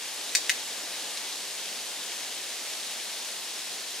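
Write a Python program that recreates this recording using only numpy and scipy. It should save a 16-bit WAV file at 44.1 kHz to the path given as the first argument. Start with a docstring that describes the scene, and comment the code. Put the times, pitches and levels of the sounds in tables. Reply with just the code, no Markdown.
"""Training clicker in a paddock

A clicker is pressed and let go a few metres from the microphone, on leaf-strewn ground.
Its steel tongue snaps twice and rings in a plastic case; ground and trees throw each snap back.
Dry leaves rustle steadily over a distant low wash, and now and then one crackles nearby."""
import sys
import numpy as np
from scipy import signal
from scipy.fft import rfft, irfft
from scipy.io import wavfile
from scipy.ndimage import uniform_filter1d

SR = 44100
rng = np.random.default_rng(int(sys.argv[2]) if len(sys.argv) > 2 else 0)


def waveform_to_disk(signal):
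    """Save audio, clipped to [-1, 1], as 16-bit WAV at the path in sys.argv[1]."""
    frames = np.transpose(np.atleast_2d(signal))
    scaled = np.clip(frames, -1, 1) * 32767
    samples = np.round(scaled).astype(np.int16)
    wavfile.write(sys.argv[1], SR, samples)


N = 176400


def clicker():
    """Press and release, a few metres off; so small a case radiates no bass."""
    # the tongue snaps in, then out: t/s, level/dB, state (0 pressed, 1 released)
    snaps = [(0.3505, 0, 0), (0.4946, 0, 1)]
    out = np.zeros((2, N))
    for s, level_db, released in snaps:
        add(out, s, signal.fftconvolve(snap(level_db, released), paddock(), axes=1))
    case_cut_hz = 1450
    return signal.sosfilt(signal.butter(6, case_cut_hz, "high", fs=SR, output="sos"), out)


def snap(level_db, released, size=4096):
    """The tongue buckles and hits its stop: two tiny bursts that crack and ring tongue and case."""
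    # modes of tongue and case: f/Hz, level pressed/dB, level released/dB, t60/s
    modes = [(1050, -36, -20, 0.015), (1774, -17.5, -25, 0.013), (2106, -19, -11, .012),
             (2620, -21, -26, .02), (2976, -40, -20, .027), (3827, -23, -27, .036), (4600, -17, -40, .04),
             (4846, -28, -42, .12), (6100, -18, -24.5, 0.023), (6430, -41, -23.5, .026),
             (7060, -19.5, -27, 0.019), (8200, -25, -42, .022), (8733, -28, -28.5, .032),
             (11400, -38, -36, .025)]
    # spectrum of the buckling crack: f/Hz, level pressed/dB, level released/dB
    crack_colour = [(500, -10, -1), (1200, -10, -10.5), (1740, 9, 8), (2500, 2, 7), (3300, -5, 3),
                    (4470, 4.5, -0.5), (7200, 2.5, -3), (10000, -9.5, -9.5), (15500, -14, -16)]
    decay_s, stop_s, crack_db, ring_db = .00059, .0008, 6, -4
    t = np.arange(size) / SR
    column = 2 if released else 1
    bursts = rng.standard_normal((2, size)) * np.exp(-t / decay_s)
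    force = bursts[:1].copy()
    add(force, stop_s, bursts[1:])
    force = irfft(np.exp(1j * np.angle(rfft(force)))) * (t < .004)  # spectrum flattened, cut to 4 ms
    crack = colour(force, [(row[0], row[column]) for row in crack_colour])
    body = sum(amp(row[column] - 60 * t / row[3]) * np.sin(2 * np.pi * row[0] * t) for row in modes)
    ring = signal.fftconvolve(force, body[None], axes=1)[:, :size]
    return amp(level_db) * (amp(crack_db) * crack + amp(ring_db) * ring)


def paddock():
    """Paths to the microphone: direct, a dull ground bounce, scatter from litter, trees and trunks."""
    # scatter from the ground nearby, the trees and the nearest trunks: f/Hz, level/dB
    litter = [(500, -3), (2000, -7.5), (4500, 1.5), (9000, 3.5), (15000, 5)]
    trees = [(500, -9), (2000, -12.5), (4500, -8), (9000, -8), (15000, -9)]
    trunks = [(500, -16), (2000, -9.5), (4500, -6.5), (9000, -4.5), (15000, -1)]
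    trunk_s, ground_s, ground_db, dull_hz = .0145, .0051, -1.5, 3800
    echoes = scatter(litter, t60=.088, onset_s=.0012) + scatter(trees, t60=.32, onset_s=.012)
    add(echoes, trunk_s, scatter(trunks, t60=.096, onset_s=.001))
    direct = np.zeros_like(echoes)
    direct[:, 0] = 1
    bounce = signal.lfilter(*signal.butter(1, dull_hz, fs=SR), direct)
    add(echoes, ground_s, amp(ground_db) * bounce)
    return (echoes + direct) * amp([[.1], [-.1]])  # a hair to the left


def scatter(spectrum, t60, onset_s):
    """Dense small echoes, different on each side of the microphone."""
    t = np.arange(SR // 2) / SR
    echoes = rng.standard_normal((2, len(t))) * amp(-60 * t / t60) * (1 - np.exp(-t / onset_s))
    return colour(unit(echoes) / np.sqrt(len(t)), spectrum)


def crackles(size=4096):
    """Short clumps of ticks from single dry leaves near the microphone."""
    # single leaves crackling: t/s, level/dB, decay/s
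    leaves = [(0.294, -23, 0.00074), (1.1732, -30.5, 0.0098), (1.32, -38, .035), (2.031, -35, .004),
              (2.1182, -31, .005), (2.7325, -34, .004), (2.7715, -32, .002)]
    # spectrum of a crackle: f/Hz, level/dB
    spectrum = [(200, -35), (1300, -16), (2400, -3), (3800, 2.5), (6500, -4.5), (10000, -20), (15500, -30)]
    out, t = np.zeros((2, N)), np.arange(size) / SR
    graininess = .97
    for s, level_db, decay_s in leaves:
        grains = rng.standard_normal((3, size)) * np.exp(graininess * rng.uniform(-2, 2, size))
        clump = unit(colour(grains[2] + .5 * grains[:2], spectrum))
        add(out, s, amp(level_db) * clump * np.exp(-t / decay_s))
    return out


def rustle():
    """Countless leaf ticks, some left, some right, some ahead."""
    # spectrum of a leaf tick: f/Hz, level/dB
    spectrum = [(200, -37), (1300, -14.5), (2400, -9.5), (3600, 1), (6500, -5.5), (10000, -11.5),
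                (15500, -22)]
    # rise and fall of the rustle: t/s, level/dB
    swells = [(0, -1), (1.1, -.7), (1.5, -.5), (1.65, 2.2), (1.8, 0), (2.35, -.5), (2.85, 1.5), (3.2, -.5),
              (4, -.5)]
    rustle_db, ticks_per_s, spread_db = -43.8, 1500, 3.2
    sizes = amp(spread_db * np.minimum(rng.exponential(1, (3, N)), 4))
    ticks = sizes * rng.choice([-1, 1], sizes.shape)
    ticks *= rng.random(sizes.shape) < ticks_per_s / SR / len(sizes)
    level_db = rustle_db + np.interp(np.arange(N) / SR, *np.transpose(swells))
    return amp(level_db) * unit(colour(ticks[:2] + ticks[2], spectrum))


def air(size=1024):
    """Distant wash and leaf hiss with faint drifting patches, at two close microphone ports."""
    # wash below, leaf hiss above: f/Hz, level/dB
    spectrum = [(18, -72), (30, -39), (95, -33), (214, -10.5), (482, -5), (733, -4), (1340, -9), (1690, -5),
                (3820, -1), (6610, -3), (10100, -7), (13400, -15), (15700, -24)]
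    # drift of the low wash: t/s, level/dB
    wash_drift = [(0, -0.02), (.6, 1.7), (1.3, 0.82), (2.2, -0.29), (4, -0.79)]
    # likeness of the two ports: f/Hz, correlation
    likeness = [(60, 0), (130, 0.97), (640, 0.84), (1410, 0.87), (3100, 0.92), (6820, 0.4), (15000, 0.36)]
    # lead of the left port: f/Hz, phase/rad
    lead = [(100, 0.33), (1640, 0), (3450, 0.75), (7320, 0.48), (15000, 2.14)]
    # balance of the ports: f/Hz, left minus right/dB
    tilt = [(100, .3), (2400, .5), (4400, 1.5), (8100, 1.0), (15000, 3)]
    air_db, patch_db, swell_db, wash_top_hz = -36, .55, .25, 1100
    hop = size // 4
    hz, frames = np.fft.rfftfreq(size, 1 / SR), N // hop + 5
    a, b, c, d, patches = rng.standard_normal((5, frames, len(hz)))
    left, unrelated = a + 1j * b, c + 1j * d
    patches = unit(uniform_filter1d(uniform_filter1d(patches, size=14, axis=0), size=24, axis=1))
    swell = unit(uniform_filter1d(rng.standard_normal(frames), size=35))[:, None]
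    same, side_db = read(likeness, hz), read(tilt, hz) / 2
    right = (same * left + np.sqrt(1 - same ** 2) * unrelated) * np.exp(-1j * read(lead, hz))
    drift = np.interp(np.linspace(0, N / SR, frames), *np.transpose(wash_drift))[:, None]
    wash_db = drift / (1 + (hz / wash_top_hz) ** 2)  # the drift fades where leaves take over
    level_db = read(spectrum, hz) + wash_db + patch_db * patches + swell_db * swell
    ports = np.array([left * amp(side_db), right * amp(-side_db)]) * amp(level_db)
    _, sound = signal.istft(ports.swapaxes(1, 2), nperseg=size, noverlap=size - hop)
    return amp(air_db) * unit(sound[:, :N])


def amp(db):
    """Decibels to gain."""
    return 10 ** (np.asarray(db) / 20)


def unit(x):
    """Scales to rms 1."""
    return x / np.sqrt(np.mean(x ** 2) + 1e-20)


def read(points, hz):
    """Reads a table on a log-frequency axis."""
    f, value = np.transpose(points)
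    return np.interp(np.log(hz + 1), np.log(f + 1), value)


def add(mix, s, sound):
    """Mixes a sound in at s seconds."""
    part = mix[:, round(s * SR):][:, :sound.shape[1]]
    part += sound[:, :part.shape[1]]


def colour(x, points, size=2048):
    """Minimum-phase filter shaped by rows of f/Hz, level/dB."""
    log_gain = np.log(amp(read(points, abs(np.fft.fftfreq(size, 1 / SR)))))
    taps = np.fft.ifft(np.exp(np.conj(signal.hilbert(log_gain)))).real[:size // 2]
    return signal.fftconvolve(x, taps[None], axes=1)[:, :x.shape[1]]


def scene():
    """The clicker over the sound of the paddock."""
    return clicker() + air() + rustle() + crackles()


def record(dry):
    """The recorder's band limit."""
    edge_hz = 15800
    lowpass = signal.firwin(511, edge_hz, window=("kaiser", 9), fs=SR)
    return signal.oaconvolve(dry, lowpass[None], "same")


dry = scene()
out = record(dry)
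waveform_to_disk(out)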